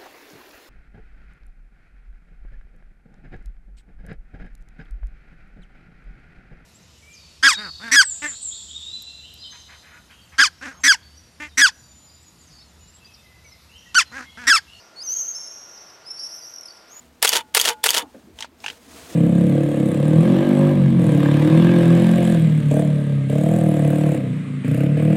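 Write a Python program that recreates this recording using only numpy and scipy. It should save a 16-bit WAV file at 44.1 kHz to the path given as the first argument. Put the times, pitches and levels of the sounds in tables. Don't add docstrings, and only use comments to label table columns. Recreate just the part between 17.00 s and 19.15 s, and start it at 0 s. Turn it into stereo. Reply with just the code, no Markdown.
import sys
import numpy as np
from scipy import signal
from scipy.fft import rfft, irfft
from scipy.io import wavfile
from scipy.ndimage import uniform_filter1d

SR = 44100
rng = np.random.default_rng(int(sys.argv[2]) if len(sys.argv) > 2 else 0)


def dump_mix(stems):
    frames = np.atleast_2d(stems).T
    limited = np.clip(frames, -1, 1)
    pcm = np.round(limited * 32767).astype(np.int16)
    wavfile.write(sys.argv[1], SR, pcm)


def makeup_ratio(level_db):
    decades = np.asarray(level_db, float) / 20
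    return 10 ** decades


N = 94815


def noise(n):
    return rng.standard_normal(n)


def evened(x):
    return x / np.sqrt(np.mean(x ** 2) + 1e-20)


def add(mix, start_s, sound):
    part = mix[round(start_s * SR):][:len(sound)]
    part += sound[:len(part)]


def curve(points, t, **outside):
    return makeup_ratio(np.interp(t, *np.transpose(points), **outside))


def colour(tone, peaks=(), between_db=0):
    hz = np.fft.rfftfreq(8192, 1 / SR)
    tone_hz, tone_db = np.transpose(tone)
    broad_db = np.interp(np.log(hz + 1), np.log(tone_hz), tone_db)
    power = makeup_ratio(2 * (broad_db + between_db))
    for peak_hz, width_hz, peak_db in peaks:
        power = power + makeup_ratio(2 * peak_db) / (1 + (2 * (hz - peak_hz) / width_hz) ** 2) ** 2
    cepstrum = irfft(np.log(power + 1e-10) / 2)
    cepstrum = cepstrum * np.r_[1, 2 * np.ones(4095), 1, np.zeros(4095)]
    taps = irfft(np.exp(rfft(cepstrum)))[:4096]
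    return taps / np.linalg.norm(taps)


def band(x, hz, width_hz):
    radius = np.exp(-np.pi * width_hz / SR)
    poles = [1, -2 * radius * np.cos(2 * np.pi * hz / SR), radius * radius]

    def resonate(v):
        return signal.lfilter([1, 0, -1], poles, signal.lfilter([1], poles, v))

    return resonate(x) / np.linalg.norm(resonate(np.r_[1, np.zeros(8000)]))


def blow(t, rise_s, t60_s):
    u = np.maximum(t, 0)
    rise = np.sin(np.pi / 2 * np.minimum(u / rise_s, 1)) ** 2
    return rise * makeup_ratio(-60 * np.maximum(u - rise_s, 0) / t60_s)


# pitch_hz, level_db
ROOM_TONE = [(12, -45), (20, -10.5), (60, -10.5), (262, -3.5), (388, -7.5), (1000, -13.5), (1810, -17),
             (2530, -19), (16000, -34.5)]
# pitch_hz, width_hz, level_db
HUM_BANDS = [
    (73.7, 14, -64),
    (250, 53, -61.5),
]


def room():
    air = signal.fftconvolve(noise(N + 4096), colour(ROOM_TONE), "valid")[:N]
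    out = makeup_ratio(-58) * evened(air)
    for hz, width_hz, db in HUM_BANDS:
        out += makeup_ratio(db) * evened(band(noise(N + 9000), hz, width_hz)[9000:])
    whistle_hz, whistle_db = 13356, -76.5
    return out + makeup_ratio(whistle_db) * np.sin(2 * np.pi * whistle_hz * np.arange(N) / SR)


# time_s, level_db
SLIDE_LEVEL = [(0, -55.5), (.1, -62.5), (1.042, -62.5), (1.15, -58.5), (1.331, -64.5), (1.404, -46),
               (1.48, -90), (1.619, -51), (1.72, -48), (1.79, -54.5), (1.9, -47.5), (1.96, -43.5),
               (2.08, -44), (2.13, -39), (2.15, -39.5)]
# pitch_hz, width_hz, level_db
TABLE_PEAKS = [(270, 90, -16.5), (476.5, 40, 3), (660, 50, 1.5), (6500, 500, -16)]
# pitch_hz, level_db
RUB_TONE = [(35, -38), (60, -4), (124, -7.5), (301, -7), (579, -12), (682, -8.5), (1140, -10.5),
            (8510, -17), (16000, -26)]


def slide():
    grip = makeup_ratio(1.3 * evened(uniform_filter1d(noise(N), size=500)))
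    rub = signal.fftconvolve(noise(N) * grip, colour(RUB_TONE, TABLE_PEAKS))[:N]
    return evened(rub) * curve(SLIDE_LEVEL, np.arange(N) / SR)


# after_release_s, level_db
MOTOR_EFFORT = [(-.010, -80.5), (-.006, -33.5), (.004, -20), (.041, -36), (.055, -22.5), (.088, -30.5),
                (.15, -28.5), (.184, -40.5), (.204, -63)]
# pitch_hz, width_hz, level_db
GEAR_RINGS = [(475, 45, -2), (930, 90, 0), (2990, 200, 0), (3450, 350, -1), (4500, 300, -7),
              (6800, 300, -6), (10500, 400, -10)]
# pitch_hz, level_db
GEAR_COLOUR = [(59, -62), (100, -31), (492, -5.5), (736, -5.5), (2630, -2.5), (3050, -1.5), (4020, -3),
               (10700, -9.5), (16000, -20)]


def motor(t):
    teeth_per_s, spread_db = 2300, 4.5
    dull_hz, dull_db, dull_from_s = 2630, 8, .15
    meets = rng.random(len(t)) < teeth_per_s / SR
    strength = makeup_ratio(spread_db * np.minimum(rng.exponential(1, len(t)), 4))
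    grind = noise(len(t))
    teeth = evened(meets * strength * np.sign(grind) + 1.6 * grind)
    teeth = teeth * curve(MOTOR_EFFORT, t, left=-120, right=-120)
    dull = signal.lfilter(*signal.butter(2, dull_hz, fs=SR), teeth)
    teeth += makeup_ratio(dull_db) * (t > dull_from_s) * dull
    return signal.fftconvolve(teeth, colour(GEAR_COLOUR, GEAR_RINGS, -8))[:len(t)]


# after_release_s, level_db, rise_s, t60_s
LATCH_BLOWS = [
    (-.0045, -39, .001, .05),
    (0.0003, -7.5, .0006, 0.022),
    (.0045, -16, 0.001, 0.03),
    (.0105, -25.5, .001, .03),
    (.0125, -25.5, .001, .03),
]
MIRROR_BLOWS = [
    (.0155, -18, .003, .06),
    (.0195, -13.5, .002, .04),
    (.022, -10.5, .0012, .03),
    (.0258, -16.5, .0012, .035),
    (.0285, -13, .0012, .03),
    (.036, -35, .001, .03),
]
OPEN_BLOWS = [
    (.0438, -22, .0007, .025),
    (.047, -27, .001, .03),
    (.0502, -13, .0007, .016),
    (.0535, -23, .001, .04),
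    (.0572, -23, .0008, .03),
]
SHUT_BLOWS = [
    (.0655, -12, 0.0006, 0.018),
    (.070, -23, 0.0012, 0.045),
]
RECOCK_BLOWS = [(.0915, -23.5, .002, 0.075), (.101, -16.5, .003, 0.039), (.1060, -11.5, .002, .03),
                (.1140, -18, .001, .025), (.1198, -23.5, .001, .025), (.1245, -16, .002, 0.06),
                (.1310, -14.5, .0012, .03), (.136, -27, .001, 0.025), (.1395, -12.5, .001, .025),
                (.1448, -15, .0008, 0.023), (.154, -23, .0015, 0.029), (.1625, -30, .001, .03),
                (.182, -38, .0015, .025)]
# pitch_hz, width_hz, level_db
LATCH_RINGS = [(860, 200, -8), (1870, 500, -3), (2920, 340, 0), (5200, 500, -2), (9050, 600, -2)]
MIRROR_RINGS = [(460, 70, -3), (880, 120, -6), (2570, 300, -1), (3990, 400, -4), (9300, 600, -5)]
OPEN_RINGS = [(3000, 900, -6), (6480, 400, -6), (8400, 800, -8)]
SHUT_RINGS = [(4630, 500, -4), (6730, 300, -1), (7780, 500, -19), (9500, 450, 4), (12780, 600, -7.5)]
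# pitch_hz, level_db
LATCH_COLOUR = [(88, -68.5), (150, -39), (821, -1.5), (2650, -5.5), (2920, -3.5), (7180, -5.5),
                (10200, -1.5), (16000, -13.5)]
MIRROR_COLOUR = [(120, -35.5), (300, -16.5), (450, -1.5), (1200, -1), (2600, 0), (4000, -2), (9400, -3.5),
                 (16000, -18)]
OPEN_COLOUR = [(150, -38), (1500, -11), (2400, -10), (3400, -8), (4600, -12), (8000, -10), (16000, -15)]
SHUT_COLOUR = [(88, -46), (150, -38), (1870, 3.5), (4080, -5), (4860, 3.5), (10400, -3), (12700, 5),
               (16000, -18)]


def struck_parts(t, drive):
    parts = [(LATCH_BLOWS, LATCH_COLOUR, LATCH_RINGS),
             (MIRROR_BLOWS, MIRROR_COLOUR, MIRROR_RINGS),
             (OPEN_BLOWS, OPEN_COLOUR, OPEN_RINGS),
             (SHUT_BLOWS, SHUT_COLOUR, SHUT_RINGS),
             (RECOCK_BLOWS, GEAR_COLOUR, GEAR_RINGS)]
    between_db, strike_db = 1.5, -4
    out = np.zeros(len(t))
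    for blows, tone, peaks in parts:
        power, click = np.zeros(len(t)), np.zeros(len(t))
        for start_s, db, rise_s, t60_s in blows:
            power += (makeup_ratio(db) * blow(t - start_s, rise_s, t60_s)) ** 2
            click[round((start_s + rise_s + .02) * SR)] = makeup_ratio(db + strike_db) * (0.0018 / rise_s)
        contact = drive * np.sqrt(power) + click
        out += signal.fftconvolve(contact, colour(tone, peaks, between_db))[:len(t)]
    return out


# after_release_s, pitch_hz, level_db, t60_s
CLEAR_RINGS = [(.0004, 5100, -13, .011), (.0004, 9500, -12, .009), (.003, 1800, -18, .025),
               (.0222, 4000, -17, .012), (.0225, 2700, -17, .02), (.0225, 460, -22, .06),
               (.0440, 6400, -23, .012), (.0503, 3400, -4, .0135), (.0505, 6500, -15, .012),
               (.0657, 4900, -10, .013), (.0657, 6750, -11, .013), (.0657, 8900, -15, .01),
               (.1045, 3450, -16, .022), (.1075, 3000, -15, .018), (.1145, 3000, -19, .016),
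               (.1305, 3300, -13, .022), (.133, 960, -23, .09), (.1450, 6800, -19, .013),
               (.146, 900, -25, .08), (.181, 3500, -33, .025)]


def clacks(t):
    rise_s, sag, pitch_spread, level_spread_db = .0007, .05, .02, 0.9
    out = np.zeros(len(t))
    for start_s, hz, db, t60_s in CLEAR_RINGS:
        pitch_luck, level_luck = noise(2)
        u = np.maximum(t - start_s, 0)
        sagged_s = u - sag * np.minimum(u, t60_s) ** 2 / t60_s
        turns = hz * (1 + pitch_spread * pitch_luck) * sagged_s
        level = makeup_ratio(db + level_spread_db * level_luck)
        out += level * blow(u, rise_s, t60_s) * np.sin(2 * np.pi * turns)
    return out


# pitch_hz, level_db, t60_s
SPRING_MODES = [
    (861, 0, .4),
    (1437, -13, .55),
    (1560, -16, .25),
    (2864, -21, .2),
]


def spring():
    t = np.arange(int(.5 * SR)) / SR
    out = np.zeros(len(t))
    for hz, db, t60_s in SPRING_MODES:
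        tone = np.sin(2 * np.pi * hz * t) + .22 * band(noise(len(t)), hz, 40)
        out += makeup_ratio(db) * blow(t, .015, t60_s) * tone
    return out


# start_s, level_db, spring_db
RELEASES = [
    (.2258, 0, -8),
    (.5478, 0, -1),
    (.8393, -1, -17),
]


def shutter():
    t = np.arange(int(.3 * SR)) / SR - .02
    alike, grit_db = 0.94, 2.2
    spring_after_s, spring_level_db = 0.12, -30
    habit = noise(len(t))
    grit = makeup_ratio(grit_db * evened(uniform_filter1d(noise(len(t)), size=20)))
    out = np.zeros(N)
    for start_s, db, spring_db in RELEASES:
        drive = alike * habit + np.sqrt(1 - alike ** 2) * noise(len(t))
        train = struck_parts(t, evened(drive * grit)) + motor(t) + clacks(t)
        add(out, start_s - .02, makeup_ratio(db) * train)
        add(out, start_s + spring_after_s, makeup_ratio(spring_level_db + spring_db) * spring())
    return out


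# start_s, level_db, rise_s, t60_s, pitch_hz
TABLE_BUMPS = [(1.015, -38.5, 0.019, 0.15, 268), (1.019, -39.5, 0.013, 0.17, 830),
               (1.14, -41, .003, 0.19, 496), (1.144, -55.5, 0.0027, .15, 1680),
               (1.143, -42.5, 0.0054, 0.27, 250), (1.228, -45.5, .01, 0.21, 187),
               (1.266, -48.5, 0.0068, 0.22, 380), (1.29, -45, 0.02, 0.094, 306),
               (1.28, -47, 0.023, 0.56, 76), (1.33, -61, 0.011, 0.13, 250), (1.511, -49, 0.014, 0.071, 352),
               (1.85, -50, 0.024, 0.38, 251), (1.918, -42.5, 0.032, 0.28, 250),
               (2.09, -39.5, 0.028, 0.22, 308), (2.12, -44, 0.011, .2, 487)]


def bumps():
    t, out = np.arange(int(.4 * SR)) / SR, np.zeros(N)
    for start_s, db, rise_s, t60_s, hz in TABLE_BUMPS:
        thud = band(noise(len(t)) * blow(t, rise_s, t60_s), hz, 0.506 * hz)
        no_rumble = signal.butter(2, 0.7 * hz, "high", fs=SR)
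        add(out, start_s, makeup_ratio(db) * signal.lfilter(*no_rumble, thud))
    return out


# start_s, peak_db, bright_hz, body_db, tick_db
DIAL_DETENTS = [
    (1.3875, -22.5, 3000, -9, 0),
    (1.406, -19, 3900, -6, 6),
    (1.4238, -14, 3200, -16, -6),
    (1.4445, -22.5, 1300, -4, -8),
    (1.6025, -36, 5000, -20, 3),
    (1.6415, -19.5, 2500, -3, -12),
    (1.6615, -13, 2500, -16, -7),
    (1.6812, -14, 2680, -18, -10),
    (1.7, -18, 2780, -14, -12),
    (1.7295, -36, 1500, -10, -4),
]
# drop_s, level_db, length_s
RAMP_SCRAPES = [
    (1.642, -36, .010),
    (1.662, -40, .003),
    (1.6815, -36, .003),
]


def dial():
    t, out = np.arange(int(.12 * SR)) / SR, np.zeros(N)
    snap = makeup_ratio(21) * (np.arange(len(t)) == 30)
    for start_s, db, hz, body_db, tick_db in DIAL_DETENTS:
        rattle, thump, scratch = noise((len(t), 3)).T
        first = snap + rattle * blow(t, 0.00082, 0.028)
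        knock = snap + thump * blow(t, 0.0022, 0.03)
        sound = band(first, hz, 890) + 0.48 * band(first, 0.715 * hz, 560)
        sound += makeup_ratio(body_db) * band(knock, 888, 200)
        sound += makeup_ratio(tick_db - 1.5) * band(scratch * blow(t, 0.00013, 0.033), 5670, 3400)
        sound = sound / abs(sound).max()
        sound += makeup_ratio(-17.5) * band(scratch, 2950, 4600) * blow(t, 0.002, 0.075)
        add(out, start_s, makeup_ratio(db - 1.5) * sound)
    for drop_s, db, length_s in RAMP_SCRAPES:
        ramp = np.minimum(t / length_s, 1) ** 2 * (t < 1.2 * length_s)
        add(out, drop_s - length_s, makeup_ratio(db) * band(noise(len(t)) * ramp, 2860, 2600))
    return out


def scene():
    mid = shutter() + dial() + bumps() + slide() + room()
    return np.array([mid, mid])


# start_s, length_s, low_hz, top_hz, level_db
CHANNELS_DIFFER = [(0.218, 0.008, 5000, 16000, -10), (0.243, 0.01, 12500, 16000, -13),
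                   (.287, .006, 12500, 16000, -13), (0.546, 0.012, 4000, 16000, -8),
                   (.568, .014, 8000, 12500, -3), (.568, .055, 4200, 16000, -12),
                   (.612, .01, 5000, 8000, -5), (.55, .03, 300, 3500, -24), (0.836, 0.011, 5000, 16000, -4),
                   (0.872, 0.028, 5000, 10000, -14), (.902, .008, 6800, 9000, -6),
                   (.902, .008, 13500, 15500, -6), (0.935, 0.035, 6800, 8500, -10),
                   (.96, .04, 11800, 15500, -13), (1.539, .6, 12500, 16000, -10)]


def roll_off(x):
    return signal.sosfilt(signal.butter(12, 16570, fs=SR, output="sos"), x)


def record(dry):
    mid, t, side = dry[0], np.arange(N) / SR, np.zeros(N)
    scrambled = mid * rng.choice([-1., 1.], N // 24 + 1).repeat(24)[:N]
    for start_s, length_s, low_hz, top_hz, db in CHANNELS_DIFFER:
        bandpass = signal.butter(6, [low_hz, top_hz], "band", fs=SR, output="sos")
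        gate = uniform_filter1d(1. * (t > start_s) * (t < start_s + length_s), size=90)
        side += makeup_ratio(db) * gate * signal.sosfilt(bandpass, scrambled)
    stereo = np.clip([mid + side, mid - side], -.93, .93)
    lowpass = signal.firwin(255, 16250, window=("kaiser", 8), fs=SR)
    return roll_off(signal.oaconvolve(stereo, lowpass[None], "same"))


dry = scene()
out = record(dry)
dump_mix(out)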